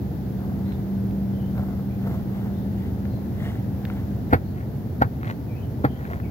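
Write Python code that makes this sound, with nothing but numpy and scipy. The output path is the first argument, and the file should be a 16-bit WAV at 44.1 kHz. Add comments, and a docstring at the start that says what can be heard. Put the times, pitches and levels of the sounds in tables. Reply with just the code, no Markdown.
"""Distant traffic rumbles throughout, and a far motor's hum swells. Close by, a steel weeding spade starts
to work a lawn: grass flicks past it, turf scuffs, the plate hisses as it slides. A songbird whistles now
and then; the digging gives sharp snaps and small ticks. Around 3 s the steel catches and squeaks twice.
From 4.3 s, as the hum dies away, three hard jabs thud into the soil, knocking the handle and ringing the
blade; after the second and the third, fine roots tear under the pull."""
import sys
import numpy as np
from scipy import signal
from scipy.fft import rfft, irfft, next_fast_len
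from scipy.io import wavfile
from scipy.ndimage import uniform_filter1d, map_coordinates

SR = 44100
rng = np.random.default_rng(int(sys.argv[2]) if len(sys.argv) > 2 else 0)


def dump_mix(stems):
    """Bounce the given channels to the path in sys.argv[1] as a 16-bit WAV at rate SR."""
    frames = np.atleast_2d(stems).T  # one column per channel
    limited = np.clip(frames, -1, 1)  # hard clip at full scale
    pcm = np.round(limited * 32767).astype(np.int16)
    wavfile.write(sys.argv[1], SR, pcm)


N = 278171
TIME = np.arange(N) / SR


def amp(db):
    """Decibels to gain."""
    return 10 ** (np.asarray(db) / 20)


def unit(x):
    """x at rms 1."""
    return x / np.sqrt(np.mean(x ** 2) + 1e-20)


def along(points, hz):
    """Read a (frequency, value) curve on a log axis."""
    knots_hz, values = np.transpose(points)
    return np.interp(np.log(hz + 1), np.log(knots_hz + 1), values)


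def wobble(rate):
    """A smooth random curve, rate knots a second."""
    return map_coordinates(rng.standard_normal(int(N * rate / SR) + 4), [TIME * rate])


def filtered(x, response):
    """x through a complex frequency response."""
    n = x.shape[-1]
    padded = next_fast_len(n + 8192)
    return irfft(rfft(x, padded) * response(np.fft.rfftfreq(padded, 1 / SR)), padded)[..., :n]


def coloured(x, spectrum):
    """x through an EQ curve, at rms 1."""
    return unit(filtered(x, lambda hz: amp(along(spectrum, hz))))


def add(track, s, sound):
    """Mix a sound into a track at time s."""
    part = track[..., round(s * SR):][..., :sound.shape[-1]]
    part += sound[..., :part.shape[-1]]


def from_left(x, lead_ms):
    """Sound from the left reaches the left microphone port first."""
    return filtered(x, lambda hz: np.exp(np.outer([1, -1], 1j * np.pi * hz * lead_ms / 1000)))


def grains(spectrum, rate, spread_db):
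    """Tiny random cracks of uneven size, rate a second, at rms 1."""
    sizes = rng.standard_normal(N) * amp(spread_db * np.clip(rng.standard_normal(N), -2, 2))
    return coloured(sizes * (rng.random(N) < rate / SR), spectrum)


def swell(t, rise, t60):
    """An envelope that rises from t = 0 and dies away."""
    t = np.maximum(t, 0)
    return (1 - np.exp(-t / rise)) * np.exp(-np.log(1000) * t / t60)


def effort(moves, shape=1.53):
    """Each move builds and eases off (shape 1 is pointed, 2 a bell); one gain curve per level column."""
    power = 0
    for s, rise, fall, *db in moves:
        away = np.maximum((s - TIME) / rise, (TIME - s) / fall)
        envelope = np.exp(-np.minimum(away, 10) ** shape)
        power = power + np.outer(amp(db), envelope) ** 2
    return np.sqrt(power)


def yard(x, t60):
    """Scattered echoes from fence and ground, different at each port."""
    t = np.arange(SR // 2) / SR
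    tail = rng.standard_normal((2, len(t))) * swell(t, 0.0013, t60)
    return signal.fftconvolve(x[None], tail / np.linalg.norm(tail[0]), axes=1)[:, :N]


# Stereo image of the noise beds: (frequency [Hz], left-right correlation [0-1])
BED_LIKENESS = [(60, 0.97), (300, 0.85), (700, 0.33), (1300, 0), (2500, 0), (6000, 0)]

def noise_bed(spectrum):
    """Stereo noise of rms 1, centred in the bass and wide in the treble."""
    def width(hz):
        angle = np.arccos(along(BED_LIKENESS, hz)) / 2
        return np.array([np.cos(angle), np.sin(angle)])
    mid, side = filtered(rng.standard_normal((2, N)), width)
    return coloured(np.array([mid + side, mid - side]), spectrum)


# Low engine rumble and the softer wash of tyres: (frequency [Hz], EQ gain [dB])
ENGINE_EQ = [(25, -23), (40, -17), (52, -15), (66, -0.5), (95, 0), (120, 2.5), (160, -5), (215, -4),
             (280, -12), (380, -24), (600, -65)]
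TYRE_EQ = [(150, -11.5), (280, 1), (400, -2.5), (560, -8.5), (800, -11), (1100, -22.5), (1500, -23),
           (2000, -26.5), (2700, -39.5), (5000, -55)]

def traffic(engine_db=-28, tyre_db=-38.5, tyre_rise_db_per_s=0.03):
    """Engines and tyres on far streets blend into a nearly steady bed."""
    engines = amp(engine_db + 0.6 * wobble(7)) * noise_bed(ENGINE_EQ)
    tyres = amp(tyre_db + tyre_rise_db_per_s * TIME + 0.27 * wobble(1.69)) * noise_bed(TYRE_EQ)
    return from_left(engines + tyres, lead_ms=0.089)


def motor(pitch_hz=194.7, drift_hz_per_s=0.809, peak_s=1.297, peak_db=-28, stop_s=4.29):
    """A far motor slowly speeds up; its one low note swells, fades and wavers on its way through the air."""
    since = TIME - peak_s
    hz = pitch_hz + drift_hz_per_s * since
    hum = unit(np.sin(2 * np.pi * np.cumsum(hz) / SR))
    db = peak_db - np.where(since < 0, 6 * since ** 2, 2.5 * since)  # rounded swell, steady fade
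    running = np.clip(0.5 + 2 * (stop_s - TIME), 0, 1)  # half-second fade-out
    waver_db = 0.9 * wobble(6)
    return from_left(running * amp(db + waver_db) * hum, lead_ms=0.34)


# Thin, airy noise floor: (frequency [Hz], EQ gain [dB])
HISS_EQ = [(1470, -27), (2500, -3.5), (2830, -3), (3650, -3.5), (4530, -4), (7080, -13.5), (7950, -17.5),
           (8720, -18.5), (12000, -2.5), (15200, 0), (15800, -1)]

def microphone_hiss(level_db=-53):
    """The microphone's own faint, steady noise."""
    return amp(level_db) * noise_bed(HISS_EQ)


# Crisp grass and duller turf: (frequency [Hz], EQ gain [dB])
GRASS_EQ = [(300, -0.5), (600, 14), (1300, 3.5), (1950, 6.5), (2600, -7), (4000, -24), (6000, -22.5),
            (8500, -23.5), (12500, -33), (15800, -33)]
TURF_EQ = [(150, -1), (300, -4.5), (700, 4.5), (1000, -6.5), (1450, -7.5), (2200, -35), (4000, -32),
           (8500, -42.5), (13000, -24), (15800, -29)]
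# Spade strokes through the lawn, cued at their greatest speed:
# (time [s], rise [s], fall [s], grass level [dB], turf level [dB], steel level [dB])
SPADE_STROKES = [(.46, 0.11, .15, -72, -45.5, -70), (.68, 0.033, .08, -55, -53.5, -58),
                 (1.595, 0.057, 0.2, -58, -41, -60), (2.125, .12, 0.065, -57.5, -38, -55),
                 (2.37, 0.087, 0.18, -59.5, -46, -60), (2.85, 0.14, .06, -62, -60, -57.5),
                 (3.46, 0.076, 0.1, -50, -45.5, -48), (3.92, 0.1, 0.14, -49.5, -50, -57),
                 (4.325, 0.02, 0.042, -37, -60, -56), (4.61, .05, 0.031, -45, -50, -68),
                 (5.295, 0.064, 0.027, -37, -43, -63), (6.125, 0.12, 0.047, -38.5, -41.5, -62.5)]

def strokes():
    """Grass blades flick past the spade, pressed turf crunches in small clumps, and the steel slides."""
    brushing, scuffing, sliding = effort(SPADE_STROKES)
    flicks_db, clumps_db = 1.5 * wobble(90), 2.2 * wobble(70)
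    grass = brushing * amp(flicks_db) * grains(GRASS_EQ, rate=1200, spread_db=5)
    turf = scuffing * amp(clumps_db) * grains(TURF_EQ, rate=1500, spread_db=1)
    return grass + turf + sliding * steel_slide()


# Free resonances of the steel plate: (frequency [Hz], bandwidth [Hz], level [dB])
PLATE_MODES = [(1880, 380, 0), (2200, 350, -3), (2850, 450, -9), (3700, 600, -11)]
# Dry stems hissing over the steel: (frequency [Hz], EQ gain [dB])
STEM_EQ = [(1500, -17), (2800, 2), (5000, -6), (7500, -6.5), (10000, -8), (13000, 2), (15800, -8)]

def steel_slide(stem_db=-7.5):
    """Many tiny slips hiss and keep the plate's free resonances sounding."""
    def plate(hz):  # band-passes of alternating polarity
        return sum((-1) ** k * amp(db) * 1j * hz * width / (centre ** 2 - hz ** 2 + 1j * hz * width)
                   for k, (centre, width, db) in enumerate(PLATE_MODES))
    grip_db = 2.5 * wobble(60)
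    ring = amp(grip_db) * unit(filtered(rng.standard_normal(N), plate))
    return ring + amp(stem_db) * coloured(rng.standard_normal(N), STEM_EQ)


# Birdsong, one slur a row:
# (time [s], length [s], start pitch [Hz], middle pitch [Hz], end pitch [Hz], relative level [dB])
SYLLABLES = [(.64, .11, 3690, 4070, 3290, -58.5), (1.319, 0.18, 3330, 2980, 3200, -61),
             (1.894, .04, 2270, 2340, 2600, -54), (2.528, 0.11, 3300, 3850, 3000, -62),
             (3.09, 0.09, 4000, 4260, 3950, -60), (4.44, 0.081, 3700, 4430, 3500, -61),
             (5.477, .115, 2590, 2350, 2850, -53.5), (5.585, 0.071, 2850, 3060, 2940, -57.5),
             (5.87, 0.11, 3140, 3070, 3230, -56.5), (6.221, 0.05, 2740, 2380, 2130, -49.5)]

def bird(burr_depth=0.032, burr_per_s=320, fade_s=0.014):
    """Slurred, slightly burry whistles, each one arc of pitch, blurred by distance."""
    song = np.zeros(N)
    burr = 1 + burr_depth * wobble(burr_per_s)
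    for s, length, start_hz, middle_hz, end_hz, db in SYLLABLES:
        t = np.arange(round(length * SR)) / SR
        arc = np.polyfit([0, 0.5, 1], [start_hz, middle_hz, end_hz], 2)
        hz = np.polyval(arc, t / length) * np.roll(burr, -round(s * SR))[:len(t)]
        gate = np.clip(np.minimum(t, length - t) / fade_s, 0, 1)
        add(song, s, gate * amp(db) * np.sin(2 * np.pi * np.cumsum(hz) / SR))
    return 0.6 * from_left(song, lead_ms=0.07) + yard(song, t60=0.24)


# A dry, midrange crack: (frequency [Hz], EQ gain [dB])
CRACK_EQ = [(100, -17), (600, -3), (1400, 10.5), (2200, 4.5), (3000, -3.5), (4200, -6.5), (5500, -26),
            (8500, -50), (13000, -31), (15800, -30)]
# Sharp snaps and small ticks of digging: (time [s], relative peak [dB], tilt [dB/octave], left lead [ms])
DIGGING_SNAPS = [(0.7221, -39.5, 4, -0.32), (1.11, -46, 7, 0), (1.5796, -42, 1, 0.17),
                 (3.054, -41, 1, 0.12), (3.8527, -30, 7.5, -0.058), (3.901, -34.5, -1, 0.13),
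                 (5.232, -30.5, -5.5, 0.31), (5.247, -34.5, -4, 0.41), (5.2717, -37, 0, 0.29),
                 (5.3004, -27.5, -4, 0.3), (5.3099, -31.5, 0, .34), (6.0527, -37.5, -1, 0.4),
                 (6.1344, -29, -7, 0.33), (6.2013, -32, -8.5, 0.35)]

def snaps(boost_db=10.5, preroll_s=0.005):
    """Each snap or tick is one sharp click with a brief noisy tail, with its own brightness and pan."""
    out = np.zeros((2, N))
    t = np.arange(SR // 20) / SR - preroll_s
    for s, db, tilt_db, lead_ms in DIGGING_SNAPS:
        crack = 0.12 * rng.standard_normal(len(t)) * swell(t, 0.0003, 0.014)  # the tail
        crack[round(preroll_s * SR)] = 1  # the click
        crack = coloured(crack, [(hz, level + tilt_db * np.log2(hz)) for hz, level in CRACK_EQ])
        add(out, s - preroll_s, amp(db + boost_db) * from_left(crack / np.abs(crack).max(), lead_ms))
    return out


# The sliding steel catches: (time [s], rise [s], fall [s], level [dB])
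STEEL_CATCHES = [(2.85, .03, .03, -59), (3.462, 0.013, .02, -46)]

def squeak(pitch_hz=1850):
    """Brief stick and slip holds an unsteady note near the plate's lowest resonance."""
    grip, = effort(STEEL_CATCHES)
    hz = pitch_hz * (1 + 0.025 * wobble(400))
    return grip * unit(np.sin(2 * np.pi * np.cumsum(hz) / SR))


# Ring of the blade, damped by the soil: (frequency [Hz], level [dB], t60 [s])
BLADE_MODES = [(790, -2.5, 0.08), (815, 2.5, 0.043), (937, -2.5, 0.035), (1334, -1, 0.022),
               (1394, -18, 0.05), (1868, -12, 0.053), (2226, -16.5, 0.034), (2620, -47, .05)]
# Crunch of cut turf: (frequency [Hz], EQ gain [dB])
CRUNCH_EQ = [(120, 0), (260, -7.5), (480, -4.5), (650, -3.5), (850, -6.5), (1150, -9.5), (1500, -4.5),
             (2000, -13.5), (3000, -34), (4500, -32.5), (6000, -61), (8500, -52.5), (13000, -36.5),
             (15800, -38)]
# Three hits, the first two with a second bite; levels are relative:
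# (time [s], thump level [dB], thump pitch [Hz], knock level [dB], knock pitch [Hz],
#  ring level [dB], crunch level [dB])
JAB_HITS = [(4.3284, -7, 92.4, -5, 266, -10.5, -9), (4.3384, -17, 143, -27, 262, -35, -15.5),
            (5.016, -30, 142, -9.5, 254, -10, -12.5), (5.043, -12, 110, -32, 240, -47, -32),
            (5.8436, -9.5, 130.5, -6, 286, -15.5, -14)]

def jabs(bite_s=0.0045, parting_s=0.0039, settle_s=0.0095, shank_hz=475, shank_db=-7, preroll_s=0.05):
    """The tip thumps the soil and knocks handle and shank; then the blade bites, rings and shears turf."""
    out = np.zeros(N)
    t = np.arange(SR // 4) / SR - preroll_s
    # shearing builds up as the tip parts the thatch, then settles
    shear = np.exp(np.minimum((t - bite_s) / parting_s, (bite_s - t) / settle_s))
    for s, thump_db, thump_hz, knock_db, knock_hz, ring_db, crunch_db in JAB_HITS:
        thump = amp(thump_db) * np.sin(2 * np.pi * thump_hz * t) * swell(t, 0.003, 0.15)
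        handle = np.sin(2 * np.pi * knock_hz * t)
        shank = amp(shank_db) * np.sin(2 * np.pi * shank_hz * t)
        knock = amp(knock_db) * (handle + shank) * swell(t, 0.00022, 0.056)
        ring = 0
        for hz, db, t60 in BLADE_MODES:
            mode = amp(db + rng.normal(0, 1)) * np.sin(2 * np.pi * (hz * t + rng.normal(0, 0.3)))
            ring += mode * swell(t - bite_s, 0.00031, t60)
        crunch = coloured(rng.standard_normal(len(t)), CRUNCH_EQ) * shear
        add(out, s - preroll_s, thump + knock + amp(ring_db) * ring + amp(crunch_db - 0.5) * crunch)
    return out


# Pulls on the roots, cued at their greatest strain: (time [s], rise [s], fall [s], level [dB])
ROOT_PULLS = [(5.295, 0.046, .022, -47), (6.125, .1, 0.027, -52)]

def tearing(cracks_per_s=240):
    """Fine roots crack at random, harder as the strain builds."""
    strain, = effort(ROOT_PULLS)
    return strain * grains(CRACK_EQ, rate=cracks_per_s, spread_db=2)


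# The spade's pan, shifting further left at about 4 s: (time [s], left lead [ms])
SPADE_PAN = [(0, 0.18), (3.95, 0.11), (4.25, 0.36), (6.31, 0.3)]

def panned(x):
    """The moving spade's sound reaches the two ports at slightly different moments."""
    lead_samples = np.interp(TIME, *np.transpose(SPADE_PAN)) * SR / 1000
    return np.array([map_coordinates(x, [np.arange(N) + side * lead_samples]) for side in (0.5, -0.5)])


def scene():
    """The spade is near and to the left, scattered by the ground; traffic, motor and bird are far."""
    spade = jabs() + strokes() + squeak() + tearing()
    ticks = snaps()
    digging = spade + ticks.mean(axis=0)
    thinned = filtered(digging, lambda hz: hz / (hz + 900))  # gentle low cut
    scatter = amp(-8) * yard(thinned, t60=0.012)
    echo = amp(-15) * yard(digging, t60=0.1)
    return panned(spade) + ticks + scatter + echo + traffic() + motor() + bird() + microphone_hiss()


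def gain_control(x, threshold_db=-20, max_cut_db=1.5, recovery_db_per_s=1):
    """A loud blow ducks the gain a little; it creeps back slowly."""
    power = uniform_filter1d(np.mean(x ** 2, axis=0), size=512)
    level_db = 10 * np.log10(np.abs(power) + 1e-12)
    cut_db = np.clip(level_db - threshold_db, 0, max_cut_db)
    recovered_db = recovery_db_per_s * TIME
    return x * amp(recovered_db - np.maximum.accumulate(cut_db + recovered_db))


# The two microphone ports colour the treble differently: (frequency [Hz], left over right [dB])
PORT_BALANCE = [(100, 0), (1500, 0), (2200, 4), (3300, 0.5), (5000, 7), (7000, 13), (9000, -3), (11500, -4),
                (14000, 0.5)]

def record(dry, low_hz=48, ceiling_db=-1, top_hz=15830):
    """The microphone chain: port colour, low cut, gain control, soft overload and band limit."""
    ports = filtered(dry, lambda hz: amp(np.outer([0.5, -0.5], along(PORT_BALANCE, hz))))
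    low_cut = signal.butter(4, low_hz, "high", fs=SR, output="sos")
    held = gain_control(signal.sosfilt(low_cut, ports))
    rounded = held / (1 + (held / amp(ceiling_db)) ** 10) ** (1 / 10)
    return filtered(rounded, lambda hz: hz < top_hz)


dry = scene()
out = record(dry)
dump_mix(out)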